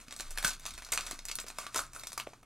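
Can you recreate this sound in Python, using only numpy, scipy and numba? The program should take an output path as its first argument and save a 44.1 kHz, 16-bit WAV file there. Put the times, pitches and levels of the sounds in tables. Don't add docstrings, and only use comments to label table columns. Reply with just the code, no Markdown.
import sys
import numpy as np
from scipy import signal
from scipy.fft import rfft, irfft
from scipy.io import wavfile
from scipy.ndimage import uniform_filter1d
from numba import njit

SR = 44100
rng = np.random.default_rng(int(sys.argv[2]) if len(sys.argv) > 2 else 0)


def dump(signal):
    limited = np.clip(np.atleast_2d(signal).T, -1, 1)
    pcm = np.round(limited * 32767).astype(np.int16)
    wavfile.write(sys.argv[1], SR, pcm)


def gain_from_db(level_db):
    decades = np.asarray(level_db, float) / 20
    return 10 ** decades


N = 108045


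@njit
def rings(start, hz, fade, size, n):
    out = np.zeros(n)
    for k in range(len(start)):
        turn = np.exp(fade[k] + 2j * np.pi * hz[k] / SR)
        settle = np.exp(-3 * hz[k] / SR)
        ring, not_risen, first = size[k] + 0j, 1., int(start[k])
        last = min(n, first + int(-5 / fade[k]))
        for j in range(max(first, 0), last):
            out[j] += ring.imag * (1 - not_risen)
            ring, not_risen = ring * turn, not_risen * settle
    return out


def fade_per_sample(hz, cycles):
    return -np.pi * hz / SR / cycles


def unit(x):
    return x / np.sqrt(np.mean(x ** 2))


def band(x, hz, octaves):
    edges = np.clip([hz * 2 ** (-octaves / 2), hz * 2 ** (octaves / 2)], 5, .49 * SR)
    return signal.sosfilt(signal.butter(2, edges, "bandpass", fs=SR, output="sos"), x)


def high_pass(x, hz):
    return signal.sosfilt(signal.butter(2, hz, "highpass", fs=SR, output="sos"), x)


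def curve(table, column):
    rows = np.array(table)
    return np.interp(np.arange(N) / SR, rows[:, 0], rows[:, column])


def sway(x):
    phase = np.angle(signal.hilbert(x))
    return unit(np.cos(phase))


LOW_HZ, MID_HZ, HIGH_HZ = 1350, 3240, 8000
PATCH_SCATTER = 0.1
PATCH_SCATTER_DB, PATCH_LATE_S = 4.5, .0004
# [f/Hz before scatter, relative level/dB, fade length/cycles]
FOIL_PATCHES = [(370, -16.5, 1.24), (674, -9.5, 2.76), (1208, -6.5, 5.7), (1560, -0.5, 2.64),
                (2446, -0.5, 4.8), (4200, -2, 10.2), (5840, -1.5, 10.1), (7170, 3.5, 4.9), (8850, 0.5, 10),
                (10570, -2, 6.6), (12500, -7, 12.6)]


def clicks(s, low_db, mid_db, high_db):
    hz, patch_db, cycles = np.array(FOIL_PATCHES).T
    chance = rng.standard_normal((len(s), 3, len(hz)))
    f = np.minimum(hz * np.exp(PATCH_SCATTER * chance[:, 0]), .4 * SR)
    place = np.interp(np.log(hz), np.log([LOW_HZ, MID_HZ, HIGH_HZ]), [-1, 0, 1])
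    db = np.outer(low_db, np.maximum(-place, 0))
    db = db + np.outer(mid_db, 1 - abs(place))
    db = db + np.outer(high_db, np.maximum(place, 0))
    size = gain_from_db(db + patch_db + PATCH_SCATTER_DB * chance[:, 1]) * np.sign(chance[:, 2])
    start = (s[:, None] + PATCH_LATE_S * abs(chance[:, 2])) * SR
    return rings(start.ravel(), f.ravel(), fade_per_sample(f, cycles).ravel(), size.ravel(), N)


VOLLEY_S, VOLLEY_FADE_DB = .0011, 1
# [t/s, low-patch level/dB, middle-patch level/dB, high-patch level/dB,
# level/dB of the later ticking relative to the snap]; levels are before each patch's own level
CREASE_SNAPS = [(0.083, -46.5, -46.5, -50, -20), (0.1081, -46, -44, -48, -5),
                (0.1243, -44, -41.5, -40, -8.5), (0.1636, -48, -51, -39, -9), (0.1902, -60, -45, -45, 0),
                (0.1979, -31, -35.5, -41, -10.5), (0.2063, -40.5, -38.5, -33.5, -17),
                (0.306, -45, -54.5, -41, 0), (0.375, -37.5, -36.5, -33, -8.5),
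                (0.3843, -32.5, -35, -32, -28), (0.4269, -40, -41, -35, -6.5),
                (0.4391, -27.5, -38, -44, -9), (0.4457, -32, -26.5, -26, -14),
                (0.4478, -34, -26, -23, -6.5), (0.471, -59, -31.5, -31, -2.5),
                (0.4792, -38, -39, -32.5, -2.5), (0.5045, -43, -45, -36, -7.5),
                (0.5124, -44, -32.5, -55, -8), (0.5332, -51, -41, -44.5, -3),
                (0.5964, -60, -51, -43.5, -12), (0.654, -41, -42.5, -44, 0.5),
                (0.6634, -43, -33.5, -34.5, -6), (0.7069, -52, -40, -44.5, -8),
                (0.7375, -62, -44.5, -45, -5), (0.778, -40, -42.5, -41.5, -6.5),
                (0.8212, -47, -47, -48, -3), (0.848, -72, -42, -41.5, -16),
                (0.8648, -48, -49.5, -48.5, -16), (0.888, -44.5, -47, -52, -7),
                (0.9197, -39.5, -48, -31.5, 5.5), (0.9266, -36.5, -32, -38, -13),
                (0.9331, -31.5, -33, -31, -7.5), (0.9459, -36, -45, -43, -17),
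                (0.9753, -31, -23, -31, -12.5), (0.9915, -38, -36, -54, -13),
                (1.0085, -44, -34.5, -35.5, -17), (1.0652, -44, -41, -41, 0),
                (1.1106, -33.5, -31.5, -33, -9), (1.19, -45, -37.5, -45.5, -13),
                (1.2528, -47.5, -46, -35.5, -10), (1.2838, -48, -36, -37, -3.5),
                (1.298, -40, -41, -57, -18), (1.3138, -42, -30, -34.5, -11), (1.354, -54, -42, -32, -16),
                (1.3865, -33, -31.5, -43, -7), (1.399, -53, -41.5, -31.5, -9),
                (1.4648, -45.5, -50, -48.5, 2), (1.4824, -48.5, -39.5, -39, -7.5),
                (1.501, -40.5, -43, -44, -9), (1.5847, -31.5, -39, -33, -7.5),
                (1.6659, -36, -34, -42, -16.5), (1.7444, -31.5, -41, -35, -2), (1.7584, -24, -53, -31, -10),
                (1.7605, -38.5, -36, -28, -6), (1.7757, -41.5, -47, -30.5, -2.5),
                (1.7822, -35.5, -38.5, -32, -7), (1.791, -25.5, -37.5, -33.5, -14),
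                (1.933, -47, -62, -43.5, -13), (1.9485, -46.5, -54, -42, -1), (1.9611, -37, -68, -47, -8),
                (1.9959, -67, -45, -43, -8), (2.035, -40.5, -44.5, -39, -14),
                (2.07, -45.5, -40.5, -33.5, -9.5), (2.1194, -47, -46, -42, -13),
                (2.1298, -44, -47, -37, -16), (2.1769, -32.5, -32.5, -31.5, -7.5),
                (2.199, -33.5, -33.5, -35, -17), (2.334, -44.5, -53, -58.5, -14),
                (2.429, -45.5, -64, -60.5, -20)]


def snaps(count=6):
    s, low, mid, top, _ = np.array(CREASE_SNAPS).T[:, :, None]
    late = -np.log(1 - rng.random((len(s), count)))
    late[:, 0] = 0
    weaker = -VOLLEY_FADE_DB * abs(late - .5)
    moment = s + late * VOLLEY_S
    return clicks(moment.ravel(), (low + weaker).ravel(), (mid + weaker).ravel(), (top + weaker).ravel())


SETTLE_S, SETTLE_FADE_DB = .02, 3


def settling(count=20):
    s, low, mid, top, tick_db = np.array(CREASE_SNAPS).T[:, :, None]
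    late = -np.log(1 - rng.random((len(s), count)))
    weaker = tick_db - SETTLE_FADE_DB * late
    moment = s + late * SETTLE_S
    return clicks(moment.ravel(), (low + weaker).ravel(), (mid + weaker).ravel(), (top + weaker).ravel())


PANEL_CYCLES = 11
# [t/s, level/dB before the swell and fade, f/Hz]
FLEXED_PANELS = [(.375, -26, 1690), (0.4477, -15.5, 1534), (0.4474, -23, 4060), (.462, -24, 1480),
                 (.927, -22.5, 2130), (0.982, -24, 2500), (0.984, -33, 1157), (1.313, -31.5, 2230),
                 (1.585, -32, 1140), (1.665, -33, 1190), (2.177, -29.5, 1220)]


def panels():
    s, db, hz = np.array(FLEXED_PANELS).T
    return rings(s * SR, hz, fade_per_sample(hz, PANEL_CYCLES), gain_from_db(db), N)


CRACKLE_SPREAD_DB, CRACKLE_DB = 0.5, -2.5
CRACKLE_LOW_DB, CRACKLE_HIGH_DB = 1, 0.5
# [t/s, level/dB before the crackle's trim]
FINGER_PULL = [(0, -50), (.06, -60.5), (.13, -56), (.19, -60), (.25, -53.5), (.35, -54.5), (.48, -42.5),
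               (.56, -68), (.64, -53.5), (.72, -55), (.9, -56.5), (.95, -48), (1.1, -47), (1.22, -64),
               (1.3, -53.5), (1.5, -64.5), (1.57, -55.5), (1.62, -46), (1.71, -60), (1.77, -39.5),
               (1.9, -63.5), (1.97, -53.5), (2.1, -57), (2.3, -60.5), (2.45, -72.5)]


def crackle(count=4500):
    chance = rng.random((count, 2))
    db = -CRACKLE_SPREAD_DB * np.log(1 - .97 * chance[:, 1])
    moment = chance[:, 0] * N / SR
    fine = clicks(moment, db + CRACKLE_LOW_DB, db, db + CRACKLE_HIGH_DB)
    return unit(fine) * gain_from_db(curve(FINGER_PULL, column=1) + CRACKLE_DB)


TAP_CYCLES = 2.6
TAP_TICK_DB, TAP_TICK_HZ = -3, 2370
# [t/s, knock level/dB before the swell and fade, knock f/Hz]
TABLE_TAPS = [(0.081, -38.5, 237), (0.447, -26.5, 181), (1.13, -35, 290), (1.443, -34.5, 487),
              (1.766, -37, 350), (2.269, -30.5, 1280), (2.272, -23, 570), (2.333, -35.5, 810)]


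def taps():
    s, db, hz = np.array(TABLE_TAPS).T
    f = np.r_[hz, np.full(len(hz), TAP_TICK_HZ)]
    size = gain_from_db(np.r_[db, db + TAP_TICK_DB])
    return rings(np.r_[s, s] * SR, f, fade_per_sample(f, TAP_CYCLES), size, N)


ROOM_ONSET_S = 0.0012
# [f/Hz, time to fall by 60 dB/s, relative level/dB]
ROOM_TAIL = [(265, 0.17, -3), (688, 0.17, -6.5), (1256, 0.24, -4.5), (2770, 0.095, -3.5),
             (4580, 0.18, -6.5), (7240, 0.078, -5.5), (11300, 0.13, -6), (15400, 0.036, -4.5)]


def room(x):
    t = np.arange(SR // 2) / SR
    tail = 0
    for hz, t60, db in ROOM_TAIL:
        part = band(rng.standard_normal(len(t)), hz, 0.75)
        part = part * gain_from_db(-60 * t / t60) * (1 - np.exp(-t / ROOM_ONSET_S))
        tail = tail + gain_from_db(db) * part * np.sqrt(hz / SR / np.sum(part ** 2))
    return signal.fftconvolve(x, tail)[:N]


# [t/s, level/dB near 22 Hz, level/dB near 60 Hz]
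TABLE_RUMBLE = [(.18, -60.5, -70), (.31, -40, -60), (.6, -52.5, -78), (.74, -55, -55), (.87, -56.5, -65),
                (1.02, -51, -61), (1.23, -51, -79), (1.6, -58.5, -69), (1.7, -65.5, -80),
                (1.83, -56, -59.5), (1.93, -58, -79), (2.33, -67, -82)]


def rumble():
    deep = band(band(rng.standard_normal(N), 21.2, 1.0), 21.6, 0.86)
    upper = band(band(rng.standard_normal(N), 58.7, 0.4), 59, .4)
    deep = sway(deep) * gain_from_db(curve(TABLE_RUMBLE, column=1))
    return deep + sway(upper) * gain_from_db(curve(TABLE_RUMBLE, column=2))


def hum():
    return unit(band(rng.standard_normal(N), 119, 0.098)) * gain_from_db(-70.5)


AIR_DB = -66
# [f/Hz, relative level/dB]
AIR_COLOUR = [(115, 3.5), (250, 2.5), (500, -9.5), (1200, -17), (3000, -59), (15000, -33)]


def air():
    f, rows = np.fft.rfftfreq(N, 1 / SR) + 1, np.array(AIR_COLOUR)
    colour_db = np.interp(np.log(f), np.log(rows[:, 0]), rows[:, 1])
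    noise = irfft(rfft(rng.standard_normal(N)) * gain_from_db(colour_db), N)
    return unit(noise) * gain_from_db(AIR_DB)


TAP_ROOM_DB = -4
WIDE_ABOVE_HZ, ROOM_SIDE_DB = 6000, -6
LEFT_LAG = 0.89


def scene():
    foil = snaps() + panels() + settling() + crackle()
    knocks = taps()
    heard = foil + knocks + room(foil + gain_from_db(TAP_ROOM_DB) * knocks)
    heard = heard + rumble() + hum() + air()
    apart = gain_from_db(ROOM_SIDE_DB) * high_pass(room(foil), WIDE_ABOVE_HZ)
    lag = np.exp(-2j * np.pi * np.fft.rfftfreq(N) * LEFT_LAG)
    left = irfft(rfft(heard) * lag, N)
    return np.array([left + apart, heard - apart])


def top_cut(x):
    return signal.sosfilt(signal.butter(12, 16660, fs=SR, output="sos"), x)


SIDE_THINNED_BELOW_HZ = 2350
SIDE_SPREAD_DB = 2.5


def record(dry):
    mid, side = (dry[0] + dry[1]) / 2, (dry[0] - dry[1]) / 2
    f = np.fft.rfftfreq(N, 1 / SR)
    side = irfft(rfft(side) * f / np.hypot(f, SIDE_THINNED_BELOW_HZ), N)
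    steps = np.repeat(rng.standard_normal(N // 1024 + 1), 1024)
    side_level = uniform_filter1d(steps, size=512)[:N]
    side = side * gain_from_db(SIDE_SPREAD_DB * side_level)
    return top_cut(np.array([mid + side, mid - side]))


dry = scene()
out = record(dry)
dump(out)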